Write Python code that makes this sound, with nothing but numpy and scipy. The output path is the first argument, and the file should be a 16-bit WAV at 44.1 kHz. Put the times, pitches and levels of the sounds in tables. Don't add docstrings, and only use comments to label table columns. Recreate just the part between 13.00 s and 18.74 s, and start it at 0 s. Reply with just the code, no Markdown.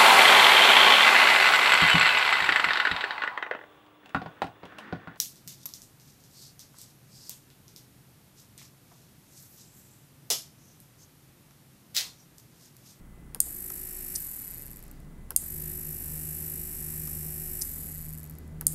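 import sys
import numpy as np
from scipy import signal
from scipy.fft import rfft, irfft, next_fast_len
from scipy.io import wavfile
from scipy.ndimage import uniform_filter1d, map_coordinates

SR = 44100
rng = np.random.default_rng(int(sys.argv[2]) if len(sys.argv) > 2 else 0)


def wav_out(sig):
    wavfile.write(sys.argv[1], SR, np.round(np.clip(np.atleast_2d(sig).T, -1, 1) * 32767).astype(np.int16))


def attenuation_scalar(level_db):
    decades = np.asarray(level_db, float) / 20
    return 10 ** decades


N = 253134
T = np.arange(N) / SR

# frequency in Hz, level in dB per Hz.
ROOM_TONE = [(15, -11), (28, 1.5), (40, -23.5), (60, -6.5), (100, -12.5), (160, -9), (330, -16.5),
             (440, -25), (1400, -30), (2000, -33.5), (2400, -37), (5000, -44.5), (10600, -39),
             (15800, -44.5)]
# frequency in Hz, 60 dB decay time in seconds.
BENCH_DECAY = [(500, 0.21), (4000, 0.45), (12000, 0.23)]
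# frequency in Hz, level in dB rms, sway in dB.
HUM_LINES = [(28.35, -51, 2), (54.5, -58.5, 5), (60.2, -57, 0.5), (118.5, -61, 2.5), (161.7, -65, 5.5),
             (2015, -72.5, 1.2)]
# time in seconds, level in dB.
MACHINE_SWELL = [(2.2, -45), (2.31, -60), (2.35, -55), (2.68, -41), (2.76, -50.5), (2.9, -42), (3.03, -61),
                 (3.08, -46), (3.4, -41.5), (3.62, -51.5), (4.06, -42.5), (4.68, -52), (5.04, -43),
                 (5.38, -49), (5.42, -60), (5.53, -43), (5.74, -42)]

# time in seconds, strength in dB.
PRESSES = [
    (0.347, -0.5),
    (2.306, 1),
    (5.611, -0.2),
]
# time in seconds, strength in dB.
RELEASES = [
    (0.7027, 2.5),
    (4.074, .5),
]
# delay in ms, tick in dB, thud in dB, thud pitch in Hz, knock in dB.
PRESS_STAGES = [
    (0, -21.5, -37, 1580, -35.5),
    (6.5, -46.5, -43.5, 1400, -52.5),
    (13, -44.5, -40.5, 470, -51.5),
]
# delay in ms, tick in dB, thud in dB, thud pitch in Hz, knock in dB.
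RELEASE_STAGE = (0, -33, -43, 1500, -37.5)
# delay in ms, tick in dB, thud in dB, thud pitch in Hz, knock in dB.
MOTOR_KICK = (64.5, -60, -44.5, 755, -48)
# frequency in Hz, level in dB per Hz.
DOME_SPECTRUM = [(1180, -46), (2000, -16), (4460, -33), (5090, -9.5), (6250, -21.5), (9250, -0.5),
                 (10200, -3), (11400, 3.5), (14800, -5.5), (16800, -34)]

# time in seconds, peak in dB.
PULL_INS = [
    (0.4031, -2),
    (2.3626, -2),
    (5.6677, -2),
]
# delay in ms, level in dB.
PULL_IN_BOUNCES = [(0, -1.5), (.3, -17), (1.5, -13), (2.6, -14), (3.2, -18), (5.4, -29), (7.2, -24),
                   (12.4, -19)]
# frequency in Hz, level in dB, 60 dB decay time in seconds.
PULL_IN_MODES = [(3530, -24, 0.0066), (4430, -24, 0.0061), (4880, -18.5, 0.011), (7100, -13, 0.0059),
                 (7510, -10, 0.0072), (8750, -2.5, 0.0074), (9520, 0.5, 0.0043), (10310, -11, 0.0052),
                 (11830, -5, 0.005), (13500, -10.5, 0.0034), (15000, -24.5, 0.0037)]
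# frequency in Hz, level in dB per Hz.
FIZZ_SPECTRUM = [(880, -73.5), (1500, -39.5), (3880, -20.5), (4890, -29.5), (6110, -30.5), (6630, -9.5),
                 (8620, 0.5), (12300, -9), (13200, -18), (16100, -20), (16800, -31)]
# time in seconds, peak in dB.
DROP_OUTS = [
    (1.1537, -14),
    (4.615, -14),
]
# delay in ms, level in dB.
DROP_OUT_BOUNCES = [(0, -5), (2.9, -6.5), (5.4, 1), (7.2, -47), (8.8, -4.5), (11.2, -25), (13, -33)]
# frequency in Hz, level in dB, 60 dB decay time in seconds.
DROP_OUT_MODES = [(5190, -4, 0.012), (5860, -3, 0.009), (6090, -3.5, 0.0098), (6960, -2.5, 0.0097),
                  (7500, -4, 0.0068), (8860, 1, 0.0057), (8770, -7.5, 0.0067), (9520, -0.5, 0.009),
                  (10200, -13, 0.0076), (12200, -29, .005)]
# frequency in Hz, level in dB.
RELAY_CASE = [(1200, -28.5), (3000, -20), (4300, -7), (15800, 3.5), (17000, -33)]

# current on in seconds, current off in seconds, rest angle in turns.
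MOTOR_RUNS = [
    (.403, 1.1463, .811),
    (2.3624, 4.6151, .89),
    (5.6677, 9, .902),
]
# rebound delay in ms, rebound in dB, its whistle in dB, low ring in dB,
# spring delay in ms.
EDGES = [(.9, 5.5, -22, -16.5, .1), (1, -1.5, -3.5, -18, .9), (1.2, 6.5, -17, -13, 0.082),
         (1.2, -6, -6.5, -11.5, 0.32), (0.69, -11.5, -17, -12, .3), (0.93, -8, -12, -29, .2)]
ANGLE_DRIVEN = [-.05, .13, .325, .42, .62, .805]
ANGLE_FAST = [-.05, .135, .315, .455, .62, .805]
ANGLE_SLOW = [-.002, .15, .33, .485, .662, .825]
# under current in dB, gain once bedded in dB, coasting in dB,
# fades below this speed in turns a second.
EDGE_STRIKE = [(-31.5, 0, -28.5, 2.5), (-30.5, 2, -27, 13.5), (-42.5, 7, -28.5, 14), (-36.5, 5, -31, 14),
               (-37.5, 3.5, -32, 2.6), (-28, -1, -30, 21)]
# under current in dB, gain once bedded in dB, coasting in dB.
EDGE_SONG = [(-30.5, 1, -31.5), (-33.5, -5.5, -33), (-52, -3, -42), (-42.5, 5.5, -32.5),
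             (-37.5, -4.5, -46.5), (-37.5, 3, -33)]
# frequency in Hz, 60 dB decay time in seconds.
SPRING_MODES = [
    (11920, .014),
    (13480, .0048),
    (7850, .009),
    (8450, .007),
    (10600, .006),
    (7080, .011),
]
# frequency in Hz, level in dB.
BRUSH_CAP = [(5500, -21), (7200, -2.5), (13900, 0.5), (14900, -9), (16000, -19.5)]
# frequency in Hz, level in dB per Hz.
MOTOR_CAN = [(700, -46.5), (1000, -36), (1800, -21.5), (2500, -26.5), (3800, -29), (5400, -21),
             (6400, -18.5), (8100, -6), (9300, -11.5), (10800, -5), (12500, -7), (13800, -19),
             (14800, -24.5), (15800, -30)]
# multiple of shaft speed, level in dB rms.
SHAFT_ORDERS = [(6, -68), (7, -56), (10, -71.5), (14, -70), (30, -75), (31, -77), (34, -71.5), (35, -82),
                (36, -70.5), (38, -83), (46, -68), (52, -72.5), (56, -72.5), (104, -67), (106, -69),
                (114, -66)]
# frequency in Hz, level in dB per Hz.
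BEARING_RUB = [(900, -16.5), (1700, 2), (2600, -2.5), (3300, -9), (4500, -1.5), (6000, -4.5), (7500, -3.5),
               (9000, -31)]

MACHINE_ON_S, MACHINE_RISE_S = 1.95, 0.62
MACHINE_HZ, MACHINE_LAG_HZ, MACHINE_SETTLE_S = 77.35, 8.5, .3
TOP_SPEED, SPIN_UP_S = 52.2653, .04595
DRY_DRAG, COAST_S = 91.577, 2.17486
BED_IN_S, BED_SPREAD_S = 0.66, 0.058
SOFTEN_DB, FADE_POWER = 11, 5.5
START_DB, START_S = 8.5, 0.039


def unit(x):
    return x / np.sqrt(np.mean(x ** 2) + 1e-20)


def along(points, hz):
    f, v = np.transpose(points)
    return np.interp(np.log(hz + 1), np.log(f + 1), v)


def wobble(rate):
    return map_coordinates(rng.standard_normal(int(N * rate / SR) + 4), [T * rate])


def noise(count=N):
    return rng.standard_normal(count)


def sine(hz, t):
    return np.sin(2 * np.pi * hz * t)


def coloured(x, spectrum):
    m = next_fast_len(len(x) + 8192)
    gain = attenuation_scalar(along(spectrum, np.fft.rfftfreq(m, 1 / SR)))
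    y = irfft(rfft(x, m) * gain, m)[:len(x)]
    return unit(y) * np.sqrt(np.mean(x ** 2))


def dying(t60, seconds=.06):
    t = np.arange(int(seconds * SR)) / SR
    return t, attenuation_scalar(-60 * t / t60)


def struck(times, db, sound):
    blows = np.bincount(np.round(np.asarray(times) * SR).astype(int), attenuation_scalar(db), N + SR)
    return signal.fftconvolve(blows[:N], sound)[:N]


def machine_up():
    return np.clip((T - MACHINE_ON_S) / MACHINE_RISE_S, 0, 1)


def air():
    level_db = -58 + 3.5 * machine_up() - 9 * np.exp(-T / 0.12)
    hiss = attenuation_scalar(-52) * coloured(noise(), ROOM_TONE)
    rumble = coloured(noise(), [(60, -29.5), (150, 6.5), (260, -2.0), (400, -7.5), (900, -21), (3000, -54.5)])
    return hiss + attenuation_scalar(level_db + 2.2 * wobble(6)) * rumble


def drone():
    hum = np.zeros(N)
    for hz, db, sway in HUM_LINES:
        hum += attenuation_scalar(db + 1.0 + sway * wobble(4.94)) * np.sin(2 * np.pi * (hz * T + rng.random()))
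    lag = np.exp(-np.maximum(T - MACHINE_ON_S, 0) / MACHINE_SETTLE_S)
    turns = np.cumsum(MACHINE_HZ - MACHINE_LAG_HZ * lag) / SR
    swell_db = np.interp(T, *np.transpose(MACHINE_SWELL))
    levels = [-45.5 + 1.2 * wobble(6.4), swell_db + 2.6 + 1.5 * wobble(16), -59 + 3 * wobble(6.5)]
    far = sum(attenuation_scalar(db) * sine(order, turns) for order, db in enumerate(levels, 1))
    return hum + far * machine_up()


def bench(x):
    hz, t, z = signal.stft(noise(SR // 3), SR, nperseg=256)
    tail = signal.istft(z * attenuation_scalar(-60 * t / along(BENCH_DECAY, hz)[:, None]), SR, nperseg=256)[1]
    return signal.fftconvolve(np.pad(x, (120, 0)), tail / np.linalg.norm(tail))[:N]


def button():
    out = np.zeros(N + SR)
    t, fall = dying(0.008, seconds=.08)
    touches = [(s, db, stage) for s, db in PRESSES for stage in PRESS_STAGES]
    touches += [(s, db, RELEASE_STAGE) for s, db in RELEASES]
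    touches += [(s, 0, MOTOR_KICK) for s, _ in PULL_INS]
    for s, db, (ms, tick_db, thud_db, hz, knock_db) in touches:
        tick = coloured((fall + attenuation_scalar(-31.0 - 60 * t / 0.13)) * noise(len(t)), DOME_SPECTRUM)
        tick = tick + .2 * attenuation_scalar(-60 * t / .009) * sine(5300, t)
        board = [(0.1 * hz, -20), (.5 * hz, -4), (hz, 0), (1.14 * hz, -8), (3 * hz, -30)]
        thud = coloured(attenuation_scalar(-60 * t / 0.061) * noise(len(t)), board)
        knock = coloured(fall ** 2 * noise(len(t)),
                         [(600, -7), (2000, -9.5), (4200, -5.5), (5400, 3), (8000, -6.5)])
        touch = attenuation_scalar(tick_db - 3) * tick + attenuation_scalar(thud_db - 7.0) * thud + attenuation_scalar(knock_db + 3.5) * knock
        out[round((s + ms / 1000) * SR):][:len(t)] += attenuation_scalar(db) * touch
    return out[:N]


def contact(modes, bounces, attack):
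    t = dying(1)[0]
    out = np.zeros(2 * len(t))
    for ms, bounce_db in bounces:
        hit = sum(attenuation_scalar(db + rng.normal(0, 1.3) - 60 * t / t60) * sine(hz, t) for hz, db, t60 in modes)
        out[int(ms * SR / 1000):][:len(t)] += attenuation_scalar(bounce_db) * hit * (1 - np.exp(-t / attack))
    return out / np.abs(out).max()


def relay():
    t = dying(1, seconds=.12)[0]
    fizz = coloured(noise(len(t)), FIZZ_SPECTRUM) * attenuation_scalar(-60 * t / 0.41 - 33.5) * (1 - np.exp(-t / 0.00081))
    crack = contact(PULL_IN_MODES, PULL_IN_BOUNCES, 0.00023)[:len(t)]
    shut = coloured(crack, RELAY_CASE) + fizz
    drop = coloured(contact(DROP_OUT_MODES, DROP_OUT_BOUNCES, .00009), RELAY_CASE)
    return struck(*np.transpose(PULL_INS), shut) + struck(*np.transpose(DROP_OUTS), drop)


def shaft():
    speed, turns, driven, running = np.zeros((4, N))
    for on, off, rest in MOTOR_RUNS:
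        spin_up = TOP_SPEED * (1 - np.exp(-np.maximum(T - on, 0) / SPIN_UP_S))
        coast = (TOP_SPEED + DRY_DRAG) * np.exp(-np.maximum(T - off, 0) / COAST_S) - DRY_DRAG
        run = np.where(T < off, spin_up, np.maximum(coast, 0))
        speed += run
        turns = np.where(T >= on, rest + np.cumsum(run) / SR, turns)
        driven += (T >= on) & (T < off)
        running = np.where(T >= on, T - on, running)
    return speed, turns, uniform_filter1d(driven, size=600), running


def brushes(speed, turns, running, bedded, loaded):
    ticks, rings, gate = np.zeros((3, N))
    t = dying(1, seconds=.03)[0]
    swell = 1 - np.exp(-t / 0.000098)
    main, whistle, low, mid, high, idle = [attenuation_scalar(-60 * t / t60) * sine(hz, t) * swell for hz, t60 in SPRING_MODES]
    low = low + attenuation_scalar(-3.0) * mid + high
    edges = zip(EDGES, ANGLE_DRIVEN, ANGLE_FAST, ANGLE_SLOW, EDGE_STRIKE, EDGE_SONG)
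    for edge, on, fast, slow, strike, song in edges:
        delay_ms, rebound_db, whistle_db, low_db, sing_ms = edge
        place = slow + (fast - slow) * speed / 52 + (on - fast) * loaded
        at = np.flatnonzero((np.diff(np.floor(turns - place)) > 0) & (speed[1:] > 1))
        pace, load = speed[at] / 52, loaded[at]
        slow_db = SOFTEN_DB * np.log10(pace) - 20 * np.log10(1 + (strike[3] / speed[at]) ** FADE_POWER)
        slow_db = slow_db - START_DB * np.exp(-running[at] / START_S)
        tick_db, ring_db = [(idle_db + loaded * (on_db + gain_db * bedded - idle_db))[at] + slow_db
                            for on_db, gain_db, idle_db in (strike[:3], song)]
        db = tick_db + 0.54 * wobble(4.07)[at] + 0.5 * wobble(60)[at]
        back_db = db + 12 * np.log10(pace + 1e-3) - 5.5 * (1 - load)
        first = T[at] + .000008 * (3 + wobble(12)[at])
        back = first + delay_ms / 1000
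        snap = attenuation_scalar(-60 * t / .0012) * rng.choice([-1, 1], len(t)) * rng.uniform(.6, 1.4, len(t))
        snap *= 2.45 / np.linalg.norm(snap)
        ticks += struck(first, db, snap) + struck(back, back_db + rebound_db, -snap)
        gate += struck(first, db, attenuation_scalar(-60 * t / 0.015))
        sing_db = ring_db + 1.5 * wobble(3.5)[at] + wobble(30)[at] + 1.5
        sung = first + sing_ms / 1000 * pace
        rings += struck(sung, sing_db, main)
        rings += struck(sung, db + whistle_db + 4.5, whistle)
        rings += struck(first, db + low_db - 2.0 - 7 * load, idle)
        rings += struck(first, db + low_db + .6 + 2.8 * bedded[at] * load, low)
    return ticks, rings, gate


def shaft_hum(speed, turns, running):
    hum = np.zeros(N)
    for k, db in SHAFT_ORDERS:
        level = attenuation_scalar(db + 1.5 + 1.5 * wobble(2.21)) * (speed / 52.23) ** (5 + .8 * k)
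        settled = 1 - np.exp(-running / (.02 + 0.0038 * k))
        hum += level * settled * np.sin(2 * np.pi * (k * turns + rng.random() + 0.05 * wobble(18)))
    return hum


def bearing_rub(speed, turns, loaded):
    rough = noise(400)
    surface = np.interp(turns % 1 * len(rough), np.arange(len(rough)), rough) * (speed / 52) ** 4
    slide = 1.17 * noise() * np.tanh(speed / 19) * (1.4 - 0.46 * loaded)
    return attenuation_scalar(-64.0 + wobble(6.8)) * coloured(surface + slide, BEARING_RUB)


def motor():
    speed, turns, driven, running = shaft()
    bedded = (1 + np.tanh((running - BED_IN_S) / BED_SPREAD_S)) / 2
    loaded = driven * (speed / TOP_SPEED) ** 6.5
    ticks, rings, gate = brushes(speed, turns, running, bedded, loaded)
    scrape = (0.15 * gate + attenuation_scalar(-56) * speed / 52) * noise()
    sizzle = coloured((0.15 * gate + attenuation_scalar(-52) * speed / 52) * noise(), [(13500, -30), (14600, .5), (15800, -3.0)])
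    brush = attenuation_scalar(-1.5) * coloured(ticks + scrape, MOTOR_CAN) + attenuation_scalar(1.0) * coloured(rings, BRUSH_CAP)
    hum = shaft_hum(speed, turns, running)
    return attenuation_scalar(-15) * sizzle + brush + hum + bearing_rub(speed, turns, loaded)


def scene():
    near = motor() + relay() + button()
    return (near + attenuation_scalar(-18.5) * bench(near) + drone() + air())[None]


def top_cut(x):
    return signal.sosfilt(signal.butter(12, 17340, fs=SR, output="sos"), x)


def record(dry):
    mix = coloured(dry[0], [(15700, 0), (15950, -27.0), (17200, -25), (17400, -78.5)])[None]
    return top_cut(mix)


dry = scene()
out = record(dry)
wav_out(out)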